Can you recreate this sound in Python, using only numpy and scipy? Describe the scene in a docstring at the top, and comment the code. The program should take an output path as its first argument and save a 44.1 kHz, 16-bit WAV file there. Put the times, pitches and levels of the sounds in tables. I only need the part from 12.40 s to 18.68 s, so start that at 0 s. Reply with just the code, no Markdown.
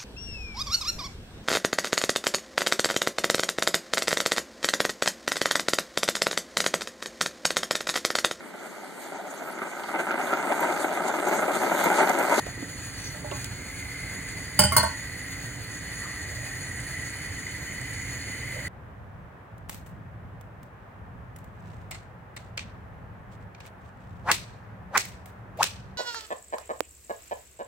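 """Soup simmers on a hissing gas burner in a small kitchen, over a low flame roar and a fan's hum.
In the first second okra slides from a steel bowl, knocks on it and plops in; drops sizzle.
At 2.2 s the empty bowl is put down on the counter with a ringing double clank.
From 3.5 s a wooden spatula stirs softly and the soup fizzes; tiny bubbles tick throughout."""
import sys
import numpy as np
from scipy import signal
from scipy.fft import rfft, irfft, next_fast_len
from scipy.io import wavfile

SR = 44100
rng = np.random.default_rng(int(sys.argv[2]) if len(sys.argv) > 2 else 0)


def waveform_to_disk(signal):
    """Save audio, clipped to [-1, 1], as 16-bit WAV at the path in sys.argv[1]."""
    frames = np.transpose(np.atleast_2d(signal))
    scaled = np.clip(frames, -1, 1) * 32767
    samples = np.round(scaled).astype(np.int16)
    wavfile.write(sys.argv[1], SR, samples)


N = 277036
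T, HZ = np.arange(N) / SR, np.fft.rfftfreq(N, 1 / SR)

# steel bowl modes; the last two give the hard knock
# pitch_hz, t60_s, rim_db, wall_db, base_db, left_minus_right_db
BOWL_MODES = [(597, 0.3, -20, -42, -24, -1), (638, 0.23, -44, -27, -17, -5), (838, 0.4, -24, -46, -40, -4),
              (897, 0.3, -30, -42, -20, 0), (990, 0.25, -32, -36, -18.5, -3),
              (1103, 0.24, -36, -19.5, -20.5, 0), (1378, 0.5, -40, -29, -30, 0),
              (1451, 0.22, -34, -42, -30, 0), (1514, 0.3, -34, -42, -22, -2),
              (1844, 0.35, -42, -42, -31, 0), (2105, 0.12, -34, -21, -31, 1),
              (2926, 0.26, -31, -42, -36, -1), (2987, 0.33, -30.5, -46, -50, -4),
              (3090, 0.33, -33.5, -44, -50, 0), (4340, 0.3, -42, -40, -22.5, 8),
              (4670, 0.22, -30, -46, -32, -2), (4788, 0.2, -17.5, -44, -42, -4),
              (5555, 0.1, -29, -50, -33, 0), (7183, 0.2, -29, -42, -38, 1), (8102, 0.13, -24, -44, -33, 0),
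              (8735, 0.11, -24, -38, -24.5, 0), (9100, 0.16, -31, -36, -31, 0),
              (10410, 0.19, -26.5, -38, -30, -2), (12550, 0.15, -29, -42, -30, 0),
              (1040, 0.035, -23, -32, -8, -2), (1480, 0.045, -18, -36, -15, 0)]
# strike places, in column order: rim, wall, base
STRIKE_PLACES = ["rim", "wall", "base"]


def amp(db):
    """Decibels to gain."""
    return 10 ** (np.asarray(db) / 20)


def unit(x):
    """Scale to rms 1."""
    return x / np.sqrt(np.mean(x ** 2) + 1e-20)


def curve_at(points, hz):
    """Interpolate on a log-frequency axis."""
    f, value = np.transpose(points)
    return np.interp(np.log(hz + 1), np.log(f), value)


def add(mix, start_s, sound):
    """Mix a sound in at start_s."""
    part = mix[:, max(round(start_s * SR), 0):][:, :sound.shape[-1]]
    part += sound[..., :part.shape[1]]


def peak(f, hz, width_hz):
    """Gain of one resonance."""
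    return 1 / np.sqrt(1 + ((f ** 2 - hz ** 2) / (width_hz * f + 1e-9)) ** 2)


def drift(rate_hz, size=N):
    """Slow random motion, rms 1."""
    knots = np.arange(0, size / SR + 1, 1 / rate_hz)
    return unit(np.interp(T[:size], knots, rng.standard_normal(len(knots))))


def noise(gain, size=N):
    """Two independent noises, rms 1, with spectrum gain(hz)."""
    n = next_fast_len(size, real=True)
    white = rfft(rng.standard_normal((2, n)))
    return unit(irfft(white * gain(np.fft.rfftfreq(n, 1 / SR)), n)[:, :size])


def dying_noise(gain, t60_curve):
    """0.5 s of shaped noise, each band decaying at its own rate."""
    hz, t, bands = signal.stft(noise(gain, SR // 2), SR, nperseg=256)
    decay = amp(-60 * t / curve_at(t60_curve, hz)[:, None])
    return signal.istft(bands * decay, SR, nperseg=256)[1][:, :SR // 2]


def fuzzy_tone(hz, width_hz):
    """Two independent noises, rms 1, in one resonance; hz may vary in time."""
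    real, imaginary = rng.standard_normal((2, 2, N))
    blur = signal.lfilter([1], [1, -np.exp(-np.pi * width_hz / SR)], real + 1j * imaginary)
    turns = np.cumsum(hz * np.ones(N)) / SR
    return unit((blur * np.exp(2j * np.pi * turns)).real)


def kitchen(x, rise_s=0.0056):
    """Dense reflections off tiles and steel; the top treble dies first."""
    # freq_hz, t60_s
    room_decay = [(100, 0.36), (600, 0.13), (3000, 0.45), (8000, 0.27), (15000, 0.029)]
    tail = dying_noise(np.ones_like, room_decay) * (1 - np.exp(-T[:SR // 2] / rise_s))
    return signal.fftconvolve(x, tail / np.linalg.norm(tail[0]), axes=1)[:, :N]


def steel_echoes(x, echo_db=-4, spread_s=0.02, count=24):
    """Early echoes off pan, hob and splashback comb the sound finely."""
    response = np.zeros((2, SR // 10))
    response[:, 0] = 1
    for side in response:
        delay_s = 0.001 + spread_s * rng.random(count)
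        side[(delay_s * SR).astype(int)] = rng.choice([-1, 1], count) * amp(echo_db) / np.sqrt(count)
    return signal.oaconvolve(x, response / np.linalg.norm(response[0]), axes=1)[:, :N]


def fan_hum():
    """A fan's rough hum: two narrow noise bands."""
    # pitch_hz, width_hz, level_db
    bands = [(119.9, 5.3, -49.5), (277.3, 42, -52.5)]
    return sum(amp(db) * noise(lambda f: peak(f, hz, width_hz) ** 2) for hz, width_hz, db in bands)


def flame_roar(level_db=-41, throb_db=1, cutoff_hz=1500):
    """Low, throbbing roar of flame and kitchen."""
    # freq_hz, density_db
    spectrum = [(22, -38), (40, -6.5), (62, 1), (100, 3), (160, -2), (220, -9.5), (330, -12.5), (450, -14),
                (620, -16.5), (900, -17), (1300, -20)]
    roar = noise(lambda f: amp(curve_at(spectrum, f)) / (1 + (f / cutoff_hz) ** 4))
    return roar * amp(level_db + throb_db * drift(30))


def pan_ring(pitch_hz=3025, width_hz=25, start_db=-64, growth_db_per_s=1.5):
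    """The flame keeps the pan wall faintly ringing, louder as it heats."""
    return fuzzy_tone(pitch_hz, width_hz) * amp(start_db + growth_db_per_s * T)


def screening(fade_s=0.15):
    """Level shifts of the burner's note and hiss as bowl, arm and hand pass in front."""
    # start_s, length_s, note_db, hiss_db
    passes = [(-0.4, 0.8, 0.5, -2), (0.14, 1.1, -4, 1.7), (1.05, 0.52, -1, 0), (2.9, 0.59, -4, 0.7)]
    shift_db = np.zeros((2, N))
    for start_s, length_s, note_db, hiss_db in passes:
        cover = np.clip(np.minimum(T - start_s, start_s + length_s - T) / fade_s, 0, 1)
        shift_db += np.outer([note_db, hiss_db], cover)
    return shift_db


def burner_hiss(hiss_shift_db, note_shift_db, level_db=-41.5, flutter_db=1.24, waver=0.003):
    """The gas jet hisses through the burner's resonances, each wavering on its own."""
    # freq_hz, density_db
    spectrum = [(300, -25), (700, -69), (1300, -14.5), (2600, -22), (3600, -19.5), (5500, -45), (8600, -22),
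                (11900, -45), (14400, -54), (15600, -27)]
    # pitch_hz, width_hz, density_db
    resonances = [(1333, 55, -13.5), (1482, 50, -10.5), (1725, 210, -9), (2457, 71, -9.5), (4325, 70, -7.7),
                  (4560, 240, -9.8), (6790, 320, -7), (9080, 220, -18), (10450, 300, -12.3),
                  (13180, 240, -12)]
    hiss = noise(lambda f: amp(curve_at(spectrum, f)))
    hiss_power = np.mean(amp(curve_at(spectrum, HZ)) ** 2)
    for hz, width_hz, db in resonances:
        share = np.sqrt(np.mean(peak(HZ, hz, width_hz) ** 2) / hiss_power)
        wander_db = 1.2 * drift(12)
        tone = fuzzy_tone(hz * (1 + waver * drift(20)), width_hz)
        hiss += tone * share * amp(db + wander_db + note_shift_db / 2)
    return unit(hiss) * amp(level_db + hiss_shift_db + flutter_db * drift(50))


def burner_note(shift_db, start_db=-43, growth_db_per_s=0.7749, width_hz=150, waver_hz=20, swell_db=0.5):
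    """The burner's main resonance sings a fuzzy, wavering note that slowly grows."""
    # time_s, pitch_hz
    pitch_path = [(0.0, 1907), (0.234, 1966), (1.001, 2000), (1.251, 2106), (1.701, 2046), (2.152, 1977),
                  (3.969, 1948), (6.28, 2016)]
    time_s, pitch_hz = np.transpose(pitch_path)
    centre_hz = np.mean(pitch_hz)
    offset_hz = np.interp(T, time_s, pitch_hz) - centre_hz + waver_hz * drift(25)
    band = noise(lambda f: peak(f, centre_hz, width_hz) ** 1.35)
    analytic = signal.hilbert(band, next_fast_len(N))[:, :N]
    note = (analytic * np.exp(2j * np.pi * np.cumsum(offset_hz) / SR)).real
    return note * amp(start_db + growth_db_per_s * T + shift_db + swell_db * drift(4.34))


def swells(rows, width_ratio, grain_db):
    """Soft, grainy swells of band noise."""
    out = np.zeros((2, N))
    for start_s, length_s, db, hz in rows:
        n = round(length_s * SR)
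        wash = noise(lambda f: peak(f, hz, hz * width_ratio) ** 2, SR)[:, :n]
        grain = amp(grain_db * drift(110, n))
        add(out, start_s, amp(db) * wash * grain * signal.windows.tukey(n, 0.8))
    return out


def sizzle():
    """Drops sizzle on hot metal."""
    # start_s, length_s, level_db, centre_hz
    drops = [(.52, 0.23, -47, 6100), (3.75, 1, -58.5, 9600)]
    return swells(drops, width_ratio=0.16, grain_db=5.5)


def spatula():
    """A wooden spatula sloshes through the soup."""
    # start_s, length_s, level_db, centre_hz
    strokes = [(3.55, 0.26, -51.5, 1190), (3.85, 0.27, -53.5, 620), (6.08, 0.26, -50.5, 555)]
    return swells(strokes, width_ratio=0.27, grain_db=4)


def bubbles_per_s(calm_per_s=14, rise_s=0.44):
    """Okra, then spatula, set the soup fizzing; it settles after each."""
    # start_s, peak_extra_per_s
    disturbances = [(0.9, 55), (3.7, 170)]
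    rate = np.full(N, float(calm_per_s))
    for start_s, extra_per_s in disturbances:
        age = np.maximum(T - start_s, 0) / rise_s
        rate += extra_per_s * (age * np.exp(1 - age)) ** 2
    return rate


def simmer(trim_db=-3, t60_s=0.0095, fizz_db=-45, spread_db=2.6, width_hz=2300):
    """Bubbles burst at the pan wall: a few clear ticks among many faint ones."""
    # start_s, level_db
    clear_ticks = [(1.8896, -30), (2.0041, -31), (4.1421, -42), (4.188, -43), (4.3716, -36), (4.4145, -39),
                   (4.467, -33), (4.6972, -33), (4.7046, -33), (4.7851, -33), (4.9832, -37),
                   (5.4142, -28.5)]
    out, t = np.zeros((2, N)), T[:1024]
    faint_s = T[rng.random(N) < bubbles_per_s() / SR]
    faint_db = fizz_db + spread_db * np.minimum(rng.exponential(1, N)[:len(faint_s)], 3)
    for start_s, db in [*clear_ticks, *zip(faint_s, faint_db)]:
        hz = rng.uniform(7200, 10600)
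        burst = noise(lambda f: peak(f, hz, width_hz) ** 2, len(t))
        add(out, start_s, burst * amp(db + trim_db - 60 * t / t60_s))
    return out


def pod_taps():
    """The pods' hard ends click dryly on steel."""
    # start_s, level_db, centre_hz, width_hz, t60_s
    taps = [(0.9135, -34, 2900, 300, 0.036), (1.0435, -27.5, 7500, 5000, 0.02),
            (1.0446, -33, 1800, 1800, 0.04)]
    out, t = np.zeros((2, N)), T[:SR // 10]
    for start_s, db, hz, width_hz, t60_s in taps:
        click = noise(lambda f: peak(f, hz, width_hz), len(t))
        add(out, start_s, click * amp(db - 60 * t / t60_s))
    return out


def held_bowl(cutoff_hz=900, fingers_db_per_s=110, rise_s=0.002):
    """Soft pods knock the tilted, hand-held bowl and wake only its lowest modes."""
    # start_s, place, level_db
    knocks = [(0.744, "rim", -18), (0.843, "rim", -9), (0.913, "wall", -6), (0.919, "rim", -9.5)]
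    out, t = np.zeros((2, N)), T[:SR // 2]
    hz, t60_s, *place_db, _ = np.transpose(BOWL_MODES)[:, :, None]
    envelope = amp(-60 * t / t60_s - fingers_db_per_s * t) * (1 - np.exp(-t / rise_s))
    modes = envelope * np.sin(2 * np.pi * hz * t) / (1 + (hz / cutoff_hz) ** 4)
    for start_s, place, db in knocks:
        strength = amp(db + place_db[STRIKE_PLACES.index(place)])
        add(out, start_s, (strength * modes).sum(0))
    return out


def okra_plops(splash_t60_s=0.15, width_ratio=0.71, spatter_db=3, wobble=0.016):
    """Each piece gives a spattering slap and the short, unsteady ring of an air pocket."""
    # start_s, ring_db, ring_hz, ring_t60_s, splash_db, splash_hz
    plops = [(0.062, -38, 709, 0.15, -36.5, 557), (0.176, -37, 330, 0.2, -47, 330),
             (0.223, -28, 266.5, 0.075, -45, 400), (0.913, -26.5, 393, 0.056, -37, 706)]
    out, t = np.zeros((2, N)), T[:SR // 3]
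    for start_s, ring_db, ring_hz, t60_s, splash_db, splash_hz in plops:
        turns = np.cumsum(ring_hz * (1 + wobble * drift(180, len(t)))) / SR
        ring = np.sin(2 * np.pi * turns) * amp(ring_db - 60 * t / t60_s) * (1 - np.exp(-t * ring_hz))
        slap = noise(lambda f: peak(f, splash_hz, splash_hz * width_ratio), len(t))
        slap *= amp(splash_db - 60 * t / splash_t60_s)
        add(out, start_s, (ring + slap) * amp(spatter_db * drift(310, len(t))))
    return out


def clatter_spectrum(ripple_db=4, spacing_hz=70, low_cut_hz=120):
    """Gain(hz) of steel clattering on the counter, rippled by the bowl's countless small modes."""
    # freq_hz, density_db
    spectrum = [(200, 7.5), (450, -5), (650, -5), (1050, 2), (1600, -2.5), (2500, -9), (3700, -18),
                (4600, -4.5), (5700, -12), (7200, -5.5), (8600, -6), (10500, 0), (12500, -3.5), (15000, -4)]
    hz = np.arange(0, SR / 2, spacing_hz)
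    modes_db = ripple_db * np.clip(rng.standard_normal(len(hz)), -2, 2) * np.minimum(hz / 4000, 1)

    def gain(f):
        db = curve_at(spectrum, f) + np.interp(f, hz, modes_db)
        return amp(db) / (1 + (low_cut_hz / (f + 1)) ** 4)
    return gain


def counter_thud(t, rise_s=0.0092):
    """The struck worktop booms in its low modes."""
    # pitch_hz, t60_s, level_db
    modes = [(82.3, 0.34, -1.5), (116.7, 0.12, 5), (197.7, 0.23, -8)]
    boom = sum(amp(db - 60 * t / t60_s) * np.sin(2 * np.pi * hz * t) for hz, t60_s, db in modes)
    return boom * (1 - np.exp(-t / rise_s))


def bowl_clanks(trim_db=1, rise_s=0.0006, beat_hz=30, twin_gain=0.65,
                damping_db=-5, contact_db_per_s=70, rattle_db=1.8):
    """The bowl lands and rocks: each hit damps the last ring, then rings, clatters and thuds anew."""
    # start_s, place, ring_db, clatter_db, tilt_db_per_octave, thud_db
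    landings = [(2.1904, "rim", 2, -10.5, 1, -19.5), (2.2364, "rim", -5, -21.5, 1.5, -21),
                (2.3202, "wall", -3, -20.5, 1, -31), (2.345, "wall", -19, -36, 5, -30),
                (2.3651, "base", -0.5, -8.5, 2.5, -20.5), (2.4301, "base", -7.5, -26, 0.5, -39)]
    # freq_hz, t60_s
    clatter_decay = [(300, 0.22), (1200, 0.053), (3000, 0.2), (9000, 0.08)]
    ringing, knocks, t = np.zeros((2, N)), np.zeros((2, N)), T[:SR // 2]
    hz, t60_s, *place_db, balance_db = np.transpose(BOWL_MODES)[:, :, None]
    lobes = amp(np.minimum([balance_db, -balance_db], 0))  # modes radiate more weakly to one side
    decay = amp(-60 * t / t60_s - contact_db_per_s * t)
    attack = 1 - np.exp(-t / rise_s)
    clatter_gain, thud = clatter_spectrum(), counter_thud(t)
    for start_s, place, ring_db, clatter_db, tilt_db_per_octave, thud_db in landings:
        tilt = lambda f: amp(tilt_db_per_octave * np.log2((f + 300) / 3000))
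        strength = amp(ring_db + trim_db + place_db[STRIKE_PLACES.index(place)]) * tilt(hz) * lobes
        # not quite round: each mode beats with a twin
        phase, twin_phase, split = rng.random((3, len(BOWL_MODES), 1))
        twin_hz = hz + beat_hz * (split + 0.5) * np.sqrt(hz / 2000)
        modes = np.sin(2 * np.pi * (hz * t + phase))
        twins = twin_gain * np.sin(2 * np.pi * (twin_hz * t + twin_phase))
        rattle = amp(rattle_db * drift(495, len(t)))
        ringing *= amp(np.interp(T, [start_s, start_s + 0.011], [0, damping_db]))
        add(ringing, start_s, (strength * decay * (modes + twins)).sum(1) * attack * rattle)
        clatter = dying_noise(lambda f: clatter_gain(f) * tilt(f), clatter_decay)
        add(knocks, start_s, clatter * amp(clatter_db) * attack * rattle + thud * amp(thud_db))
    return ringing + knocks


def scene(bowl_room_db=-9, pan_room_db=-12):
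    """Steady stove plus handling; sounds at the pan are closer and drier than the clanks."""
    clanks = bowl_clanks()
    at_pan = okra_plops() + held_bowl() + simmer()
    liquid = spatula() + sizzle()
    note_shift_db, hiss_shift_db = screening()
    stove = steel_echoes(burner_hiss(hiss_shift_db, note_shift_db) + liquid)
    stove += burner_note(note_shift_db) + pan_ring() + flame_roar()
    direct = stove + fan_hum() + clanks + at_pan + pod_taps()
    return direct + kitchen(amp(bowl_room_db) * clanks + amp(pan_room_db) * at_pan)


def record(dry, cutoff_hz=15850):
    """Two close microphone ports hear much the same sound, the left leading in the treble; low-pass."""
    # freq_hz, coherence
    likeness = [(100, .99), (300, .92), (700, .45), (1100, .4), (1600, .86), (2200, .86), (3300, .25),
                (4500, .8), (6000, .7), (8000, .96), (14000, .94)]
    # freq_hz, left_lead_rad
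    lead = [(80, -.1), (500, -.2), (1050, -.1), (1350, .4), (2100, .1), (2500, 1.1), (4300, 2.2),
            (7700, 6.1), (9400, 6.4), (11800, 9.1), (13600, 10), (15000, 12.3)]
    # freq_hz, left_minus_right_db
    balance = [(60, -1.5), (200, -3.5), (600, -5.5), (1400, -2), (2400, -1), (5000, 0)]
    first, second = rfft(dry)
    coherence = curve_at(likeness, HZ)
    side_gain = amp(curve_at(balance, HZ) / 2)
    left = first * side_gain
    blend = coherence * first + 1j * np.sqrt(1 - coherence ** 2) * second
    right = blend * np.exp(-1j * curve_at(lead, HZ)) / side_gain
    low_pass = signal.firwin(511, cutoff_hz, window=("kaiser", 9), fs=SR)
    return signal.oaconvolve(irfft(np.array([left, right]), N), low_pass[None], "same", axes=1)


dry = scene()
out = record(dry)
waveform_to_disk(out)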